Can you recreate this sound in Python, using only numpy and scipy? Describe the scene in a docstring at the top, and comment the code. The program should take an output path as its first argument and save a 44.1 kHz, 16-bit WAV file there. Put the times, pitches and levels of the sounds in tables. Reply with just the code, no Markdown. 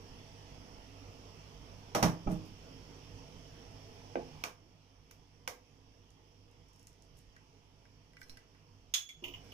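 """Egg and glassware in a quiet kitchen

Heard close, through a small two-port microphone: a wavering appliance hum and fan hiss, made of shaped noise and tones.
A heavy jug is set on the counter, something knocks on wood, an egg is tapped, its shell crackles open, the halves
click together and small glassware clinks. Each blow is a noise burst plus decaying modes; fingers rub in tiny slips.
The hard room answers every blow with a short tail of noise."""
import sys
import numpy as np
from scipy import signal
from scipy.fft import irfft
from scipy.io import wavfile
from scipy.ndimage import uniform_filter1d

SR = 44100
rng = np.random.default_rng(int(sys.argv[2]) if len(sys.argv) > 2 else 0)


def output_pcm(signal):
    """Save a mono or channel-first signal as 16-bit PCM at the path in sys.argv[1].

    Samples are clipped to [-1, 1] before scaling.
    """
    pcm = np.clip(np.atleast_2d(signal).T, -1, 1) * 32767
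    wavfile.write(sys.argv[1], SR, np.round(pcm).astype(np.int16))


def amplitude_ratio(level_db):
    """Convert a level in decibels to the matching linear amplitude (field) ratio."""
    exponent = np.asarray(level_db, float) / 20
    return 10 ** exponent


N = 420273  # length in samples

# Likeness of left and right port. Each row: frequency in Hz, correlation from -1 to 1.
LIKENESS = [(60, 0.87), (180, 0.91), (550, 0.94), (1650, -0.14), (4970, 0.12), (15000, -0.26)]
# Ringing of the egg shell halves. Each row: frequency in Hz, level in dB, t60 in seconds.
SHELL_MODES = [(1566, 6.5, 0.027), (1980, 0.5, 0.052), (2240, -2.5, 0.044), (2860, -4, 0.049),
               (4200, -7.5, 0.1), (5200, -7, 0.074), (5690, -5.5, 0.093), (10600, -9, 0.032)]


def evened(x):
    """Scales to rms 1."""
    return x / np.sqrt(np.mean(abs(x) ** 2) + 1e-20)


def read(points, hz):
    """Reads a spectrum table on a log-frequency axis."""
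    f, value = np.transpose(points)
    return np.interp(np.log(hz + 1), np.log(f + 1), value)


def add(mix, s, sound):
    """Mixes a sound in at s seconds."""
    part = mix[round(s * SR):][:len(sound)]
    part += sound[:len(part)]


def pair(magnitude, size):
    """Two-channel noise from a bins x frames magnitude, with the tabled likeness between ports."""
    a, b, c, d = rng.standard_normal((4, *magnitude.shape))
    same = np.clip(read(LIKENESS, np.fft.rfftfreq(size, 1 / SR)), -1, 1)[:, None]
    left = a + 1j * b
    right = same * left + np.sqrt(1 - same ** 2) * (c + 1j * d)
    z = np.array([left, right])
    return signal.istft(z * magnitude, nperseg=size, noverlap=size * 3 // 4)[1]


def background(patchy_db=1.61, deep_hz=125, split_hz=1500):
    """Fan rumble and hiss, hum lines that wander like narrow noise, and mains tones of fixed pitch."""
    # Colour of the air noise. 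Each row: frequency in Hz, density in dB per Hz.
    air = [(15, -6.5), (35, -14.5), (68, -22), (120, -9.5), (260, -10), (334, -14.5), (479, -10),
           (521, -17.5), (935, -17), (1590, -29), (3100, -25), (4100, -33.5), (5560, -25.5), (7770, -39),
           (15600, -46)]
    air_level_db = -55.5
    # Humps in the hiss. Each row: centre in Hz, width in Hz, height in dB.
    hiss_humps = [(3240, 1670, 4.5), (5460, 890, 5.5), (3800, 290, -3)]
    # Wandering hum lines. Each row: centre in Hz, width in Hz, level in dB.
    hum_lines = [(49.2, 17, -63), (100.1, 6.5, -63), (151.6, 9.8, -64.5), (269.2, 8, -67), (312, 12, -76),
                 (474.7, 9, -70.5), (665, 16, -73), (866, 4.7, -76)]
    # Steady part of the hum. Each row: frequency in Hz, rms in dB.
    mains_tones = [(50, -62.5), (100, -60.5), (150, -68.5)]
    # Level steps down at the first egg tap, dips at the loud clink, then swells back.
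    # Each row: time in seconds, level in dB.
    level_points = [(0, 0), (4.43, 0), (4.52, -10), (8.93, -10), (8.95, -22), (9.08, -17), (9.2, -11.5),
                    (9.36, -4.5), (9.53, -1)]
    # How fully each band follows that level: shares for the hiss, the rumble and the deep hum.
    follow = (.95, 1.033, 0.84)
    size = 4096
    hz, t = np.fft.rfftfreq(size, 1 / SR), np.arange(N) / SR
    frames = N * 4 // size + 5

    air_db = read(air, hz)
    for f, w, db in hiss_humps:
        air_db = air_db + db * np.exp(-((hz - f) / w) ** 2)
    power = amplitude_ratio(2 * air_db) / amplitude_ratio(2 * air_db).sum() * amplitude_ratio(2 * air_level_db)
    for f, w, db in hum_lines:
        line = np.exp(-((hz - f) / w) ** 2)
        power = power + amplitude_ratio(2 * db) * line / line.sum()

    # slow patches of louder and softer noise over time and frequency
    patches = uniform_filter1d(rng.standard_normal((frames, len(hz))), size=4, axis=0)
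    patches = evened(uniform_filter1d(patches, size=30, axis=1))
    noise = pair(np.sqrt(power)[:, None] * amplitude_ratio(patchy_db * patches.T), size)[:, :N]
    noise *= np.sqrt(power.sum() / np.mean(noise ** 2))
    for f, db in mains_tones:
        noise += amplitude_ratio(db) * np.sqrt(2) * np.sin(2 * np.pi * (f * t + rng.random()))

    deep = signal.sosfiltfilt(signal.butter(2, deep_hz, fs=SR, output="sos"), noise)
    low = signal.sosfiltfilt(signal.butter(2, split_hz, fs=SR, output="sos"), noise)
    level_db = np.interp(t, *np.transpose(level_points))
    bands = (noise - low, low - deep, deep)
    return sum(band * amplitude_ratio(share * level_db) for band, share in zip(bands, follow))


def coloured(x, colour, tilt_db=0, cut_hz=1, cut_db=0):
    """Causal minimum-phase filter with the given spectrum, tilted about 1 kHz and weighted by cut_db below cut_hz."""
    hz = np.fft.rfftfreq(4096, 1 / SR) + 10
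    shape_db = read(colour, hz) + tilt_db * np.log2(hz / 1000)
    shape_db -= cut_db * np.maximum(np.log2(cut_hz / hz), 0) ** 2
    log_gain = np.log(amplitude_ratio(np.maximum(shape_db, -90)))
    full = np.r_[log_gain, log_gain[-2:0:-1]]
    taps = np.fft.ifft(np.exp(np.conj(signal.hilbert(full)))).real[:2048]
    return signal.oaconvolve(x, taps / np.linalg.norm(taps))


def wander(shape, hz):
    """Slow complex chance of rms 1, up to about hz."""
    z = rng.standard_normal(shape) + 1j * rng.standard_normal(shape)
    r = np.exp(-2 * np.pi * hz / SR)
    once = signal.lfilter([1 - r], [1, -r], z)
    return evened(signal.lfilter([1 - r], [1, -r], once))


def blows(rows, modes, colour, tilt_db, dull_db, rise_ms, wet_db, focus_db, cut_db, rough, rough_hz):
    """Each blow is a burst of breaking noise and the ringing of what was struck.
    The crack tilts by tilt_db an octave, less dull_db for each ms of contact.
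    Returns the crack, the same crack as one smooth pulse for the walls, and the left and right ring."""
    swell_cycles = 0.64  # a mode needs about this many cycles more to build up
    out, t = np.zeros((4, N)), np.arange(SR // 2) / SR
    crack, pulse, *sides = out
    crack_t_ms = t[:2048] * 1000
    hz, db, t60 = np.transpose(modes)[:, :, None]
    same = np.clip(read(LIKENESS, hz), 0, 1)
    for s, crack_db, ms, ring_db, spot_hz in rows:
        slope_db = tilt_db - dull_db * ms
        fade = amplitude_ratio(crack_db) * np.exp(-crack_t_ms / max(ms, .1))
        fade *= 1 - np.exp(-crack_t_ms / (0.6 * rise_ms))
        burst = fade * rng.standard_normal(2048)
        add(crack, s, coloured(burst, colour, slope_db, spot_hz, cut_db))
        click = amplitude_ratio(wet_db) * np.linalg.norm(fade, keepdims=True)  # one sample
        add(pulse, s, coloured(click, colour, slope_db, spot_hz, cut_db))

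        # the spot struck weights each mode by its distance in octaves
        size = amplitude_ratio(ring_db + db - focus_db * np.log2(hz / spot_hz) ** 2 - 60 * t / t60)
        size *= 1 - np.exp(-t / (rise_ms / 1000 + swell_cycles / hz))
        for side in sides:
            # contact with hand or table makes the upper modes waver
            swing = 1 + rough * np.minimum(hz / 800, 1) * wander(size.shape, rough_hz)
            # high modes reach the ports in other phases
            swing = swing * np.exp(2j * np.pi * (1 - same) * rng.random(hz.shape))
            add(side, s, (size * swing * np.exp(2j * np.pi * hz * t)).imag.sum(0))
    return out


def glass_clinks():
    """Small glassware clinks: a bright crack and long, high modes."""
    # Each row: start in seconds, crack in dB, crack length in ms, ring in dB, favoured pitch in Hz.
    clinks = [(.185, -72, 6, -55.5, 1980), (8.938, -23, 6.4, -32.5, 4700), (9.0887, -49, 7, -43, 1900)]
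    # Each row: frequency in Hz, level in dB, t60 in seconds.
    glass_modes = [(2145, -5, 0.09), (2330, -5, 0.094), (2800, -11, 0.069), (3200, -11, 0.18),
                   (3400, -4, 0.31), (3360, -6.5, 0.41), (3440, 0, 0.25), (3750, -28, .3),
                   (4474, -32, 0.22), (5140, -5, 0.15), (5800, -16, 0.37), (6500, -11, 0.32),
                   (6540, 4.5, 0.14), (6653, -9.5, 0.51), (6500, -4, 0.37), (6760, -16, 0.23),
                   (10920, -16, 0.095), (12900, -16, 0.13), (14030, -23, 0.19)]
    # Each row: frequency in Hz, crack density in dB per Hz.
    glass_colour = [(300, -36), (800, -13.5), (2000, -6.5), (3400, 4), (4800, -4.5), (6700, 2.5),
                    (8000, -9.5), (12700, -10.5), (15500, -9.5)]
    return blows(clinks, glass_modes, glass_colour, tilt_db=0.05, dull_db=0, rise_ms=2.8, wet_db=3.0,
                 focus_db=12.5, cut_db=0.54, rough=0.79, rough_hz=40.2)


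def room(x, gap_ms=0.87):
    """The hard room: a noise tail of energy 1 whose bands die at their own speed."""
    # Each row: frequency in Hz, t60 in seconds.
    room_t60 = [(100, 0.34), (500, 0.33), (1500, 0.26), (4000, 0.22), (10000, 0.21)]
    hz, s = np.fft.rfftfreq(256, 1 / SR), np.arange(400) * 64 / SR
    tail = pair(amplitude_ratio(-60 * s / read(room_t60, hz)[:, None]), size=256)
    tail *= 1 - np.exp(-np.arange(tail.shape[1]) * 1000 / SR / gap_ms)
    tail /= np.linalg.norm(tail, axis=1)[:, None]
    return signal.fftconvolve(x[None], tail, axes=1)[:, :N]


def jug_thuds():
    """A heavy jug set down: dull contact noise and the counter's low modes."""
    # Each row: start in seconds, crack in dB, crack length in ms, ring in dB, favoured pitch in Hz.
    thuds = [(1.948, -23.5, 6.4, -25.5, 590), (2.026, -18.5, 6.9, -21, 177), (2.263, -40.5, 24, -29.5, 170),
             (2.27, -34.5, 25, -37, 810), (2.308, -41.5, 13.7, -29, 170)]
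    # Each row: frequency in Hz, level in dB, t60 in seconds.
    counter_modes = [(44.4, -2.5, 0.49), (85, -13, 0.26), (106.6, -12, 0.21), (152.6, 1, 0.18),
                     (169.6, 2, 0.31), (201, -3.5, 0.19), (257, -4, 0.14), (315, -3, 0.23),
                     (393, -6.5, 0.14), (487, -8, 0.22), (619, 1, 0.14), (671, -4, 0.21), (787, -9.5, 0.21),
                     (810, -2, 0.094), (958, -15, 0.063), (1285, 0, 0.074), (1393, -6, 0.053),
                     (1700, -18, .1), (2360, 0, 0.044), (2700, -5.5, 0.087)]
    # Each row: frequency in Hz, crack density in dB per Hz.
    thud_colour = [(60, -1), (150, 4), (400, -6.5), (950, -2.5), (1500, -11.5), (3000, -17.5), (4600, -22),
                   (5700, -12), (7300, -25.5), (15500, -29)]
    return blows(thuds, counter_modes, thud_colour, tilt_db=3.5, dull_db=0.44, rise_ms=2.94, wet_db=5.0,
                 focus_db=4.0, cut_db=1.0, rough=0.65, rough_hz=25.6)


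def rubbing(grains_per_s=6000, spread_db=6.0):
    """Fingers on shell and glass: dense tiny slips; each stroke swells quickly and fades more slowly."""
    # Each row: strongest slip in seconds, level in dB, length in seconds.
    strokes = [(2.32, -58, 0.13), (2.466, -66.5, 0.1), (6.8, -77, .3), (7.183, -68.5, 0.11),
               (8.214, -64, 0.11), (8.303, -67, .12), (9.264, -66, 0.091), (9.453, -73, 0.17)]
    # Each row: frequency in Hz, density in dB per Hz.
    slip_colour = [(3000, -17), (6000, -1), (10000, 0), (15500, -4)]
    rise_share, depth_db = 0.37, 24  # share of a stroke spent swelling; how far below the top it starts and ends
    t, gain = np.arange(N) / SR, np.zeros(N)
    for s, db, length in strokes:
        away = np.maximum((s - t) / (rise_share * length), (t - s) / ((1 - rise_share) * length))
        gain += amplitude_ratio(db - depth_db * away)
    slips = (rng.random((2, N)) < grains_per_s / SR) * rng.standard_normal((2, N))
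    slips *= amplitude_ratio(spread_db * np.minimum(rng.exponential(1, (2, N)), 4))
    return gain * np.array([evened(coloured(x, slip_colour)[:N]) for x in slips])


def wood_knocks():
    """A knock on wood: a short crack and quickly damped modes."""
    # Each row: start in seconds, crack in dB, crack length in ms, ring in dB, favoured pitch in Hz.
    knocks = [(4.155, -24.5, 2.4, -35.5, 500)]
    # Each row: frequency in Hz, level in dB, t60 in seconds.
    wood_modes = [(208, -7.5, 0.14), (257.4, 0, 0.13), (356, -3, 0.2), (482, 2, 0.14), (529, -2, 0.14),
                  (670, -3, 0.15), (830, -4, 0.14), (1533, 1.5, 0.018), (2120, -12, 0.022)]
    # Each row: frequency in Hz, crack density in dB per Hz.
    wood_colour = [(150, -23), (350, 2), (800, 3), (1500, -21), (2400, -7), (3500, -21), (4500, -30),
                   (15500, -52.5)]
    return blows(knocks, wood_modes, wood_colour, tilt_db=-1.0, dull_db=0.5, rise_ms=1.65, wet_db=0.0,
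                 focus_db=-1.8, cut_db=1.0, rough=0.7, rough_hz=39.7)


def egg_taps():
    """Taps on the egg: a sharp crack and very short shell modes over a few lower, longer ones."""
    # Each row: start in seconds, crack in dB, crack length in ms, ring in dB, favoured pitch in Hz.
    taps = [(4.438, -21.5, 1.45, -40, 2000), (5.11, -50, 4.3, -61, 2650), (5.476, -29, 3.1, -38, 1500)]
    # Each row: frequency in Hz, level in dB, t60 in seconds.
    egg_modes = [(500, -6, 0.23), (709, -10.5, 0.17), (936, 1, 0.027), (1520, 0, 0.024),
                 (2330, 10.5, 0.018), (2870, -9, 0.01), (5950, -9, .012)]
    # Each row: frequency in Hz, crack density in dB per Hz.
    egg_colour = [(120, -22), (250, -4), (600, -8), (1100, -2), (1800, -9.5), (2650, -7), (4200, -15),
                  (5800, -6), (7800, -19.5), (15500, -21)]
    return blows(taps, egg_modes, egg_colour, tilt_db=-1.7, dull_db=-1.04, rise_ms=0.5, wet_db=-1.5,
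                 focus_db=0.5, cut_db=0.5, rough=0.94, rough_hz=152)


def shell_crackle():
    """The shell crackles open in ticks whose settings are all alike but for size."""
    # Each row: start in seconds, crack in dB.
    ticks = [(6.1045, -54), (6.5124, -58), (6.686, -56), (6.732, -53), (6.7605, -56), (6.795, -50.5),
             (6.8289, -52), (6.87, -41), (6.9294, -56), (7.022, -49.5), (7.169, -54), (7.1894, -50)]
    # Each row: frequency in Hz, crack density in dB per Hz.
    tick_colour = [(2000, -33), (4000, -1.5), (6000, 9), (10000, 2), (15500, -9)]
    crack_ms, ring_under_crack_db, favoured_hz = 1.1, -24, 5500
    rows = [(s, db, crack_ms, db + ring_under_crack_db, favoured_hz) for s, db in ticks]
    return blows(rows, SHELL_MODES, tick_colour, tilt_db=-1.0, dull_db=-0.5, rise_ms=0.82, wet_db=-3.5,
                 focus_db=3.0, cut_db=2.0, rough=0.55, rough_hz=150)


def half_clicks():
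    """The shell halves click together, ringing mostly near the pitch of the spot struck."""
    # Each row: start in seconds, crack in dB, ring in dB, favoured pitch in Hz.
    clicks = [(7.364, -58, -56, 1410), (7.8535, -66, -63.5, 1570), (8.1334, -63, -67, 2020),
              (8.1682, -58, -54, 2020), (8.215, -50, -51.5, 1800), (8.2294, -46, -51.5, 5800),
              (8.295, -38.5, -44, 4930), (8.371, -47, -56, 1630), (8.4094, -74, -71, 1500),
              (8.5483, -68, -67, 1760)]
    # Each row: frequency in Hz, crack density in dB per Hz.
    half_colour = [(470, -79), (800, -57), (1450, -7), (3630, -15.5), (5540, -6), (6750, -18), (10000, -20),
                   (15500, -29)]
    crack_ms = 2.4
    rows = [(s, db, crack_ms, ring_db, hz) for s, db, ring_db, hz in clicks]
    return blows(rows, SHELL_MODES, half_colour, tilt_db=0.0, dull_db=-0.5, rise_ms=0.29, wet_db=-5.5,
                 focus_db=21.0, cut_db=-1.5, rough=0.97, rough_hz=122)


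def jar_knocks():
    """Knocks on a jar: a crack strongest near 3 kHz and modes from low body to thin ring."""
    # Each row: start in seconds, crack in dB, crack length in ms, ring in dB, favoured pitch in Hz.
    knocks = [(9.223, -63, 3.4, -44.5, 340), (9.239, -37, 3.7, -43, 2830), (9.279, -45.5, 5.1, -47.5, 360),
              (9.337, -38.5, 0.91, -46, 2970), (9.519, -48, 4.2, -59.5, 2710)]
    # Each row: frequency in Hz, level in dB, t60 in seconds.
    jar_modes = [(285, -7.5, 0.22), (356, -3.5, 0.31), (615, -13, 0.12), (973, -6, 0.2), (1215, -12, 0.069),
                 (2100, -14.5, 0.19), (2490, -10, 0.088), (2670, -9, 0.077), (2770, -9, 0.088),
                 (2940, 1, 0.1), (3230, -3.5, 0.071), (6697, -21, 0.14)]
    # Each row: frequency in Hz, crack density in dB per Hz.
    jar_colour = [(250, -17.5), (1000, -6.5), (1700, -30), (2300, -2.5), (2900, 10.5), (3400, 1),
                  (4000, -16), (6700, -7.5), (8000, -31), (12000, -17.5), (15500, -8)]
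    return blows(knocks, jar_modes, jar_colour, tilt_db=-0.1, dull_db=0, rise_ms=0.98, wet_db=6.5,
                 focus_db=5.0, cut_db=-0.5, rough=1.13, rough_hz=149)


def scene():
    """All blows, their room tail, the rubbing and the background."""
    glassware = glass_clinks() + jar_knocks()
    egg = egg_taps() + shell_crackle() + half_clicks()
    cracks, pulses, *rings = jug_thuds() + wood_knocks() + egg + glassware
    wet = room(pulses + amplitude_ratio(-6.5) * rings[1])
    return cracks + rings + wet + rubbing() + background()


def band_limit(x):
    """A steep low-pass at the top of the band."""
    return signal.sosfilt(signal.butter(12, 16520, fs=SR, output="sos"), x)


def record(dry):
    """The two microphone ports colour the sound differently and hear it a little apart."""
    # The right port is louder over most of the range, most of all near 5.7 kHz.
    # Each row: frequency in Hz, left minus right in dB.
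    port_lean = [(60, -3.5), (200, -8), (500, -3.5), (1000, -2), (2400, -2.5), (3500, -6), (4500, -6),
                 (5700, -15.5), (7000, -3.5), (8500, 7), (15000, -3.5)]
    left_lag, top_hz = 13, 15500  # left port hears later, in samples; upper edge
    hz = np.fft.rfftfreq(512, 1 / SR)
    lean = amplitude_ratio(read(port_lean, hz))
    gain = np.array([lean, np.ones_like(lean)]) * np.sqrt(2 / (1 + lean ** 2))
    gain *= amplitude_ratio(-24.0 * (hz > top_hz))
    taps = np.roll(irfft(gain), 256, axis=1) * np.hanning(512)
    taps[0] = np.roll(taps[0], left_lag)
    ports = signal.oaconvolve(dry, taps, axes=1)[:, 256:256 + N]
    return band_limit(ports)


dry = scene()
out = record(dry)
output_pcm(out)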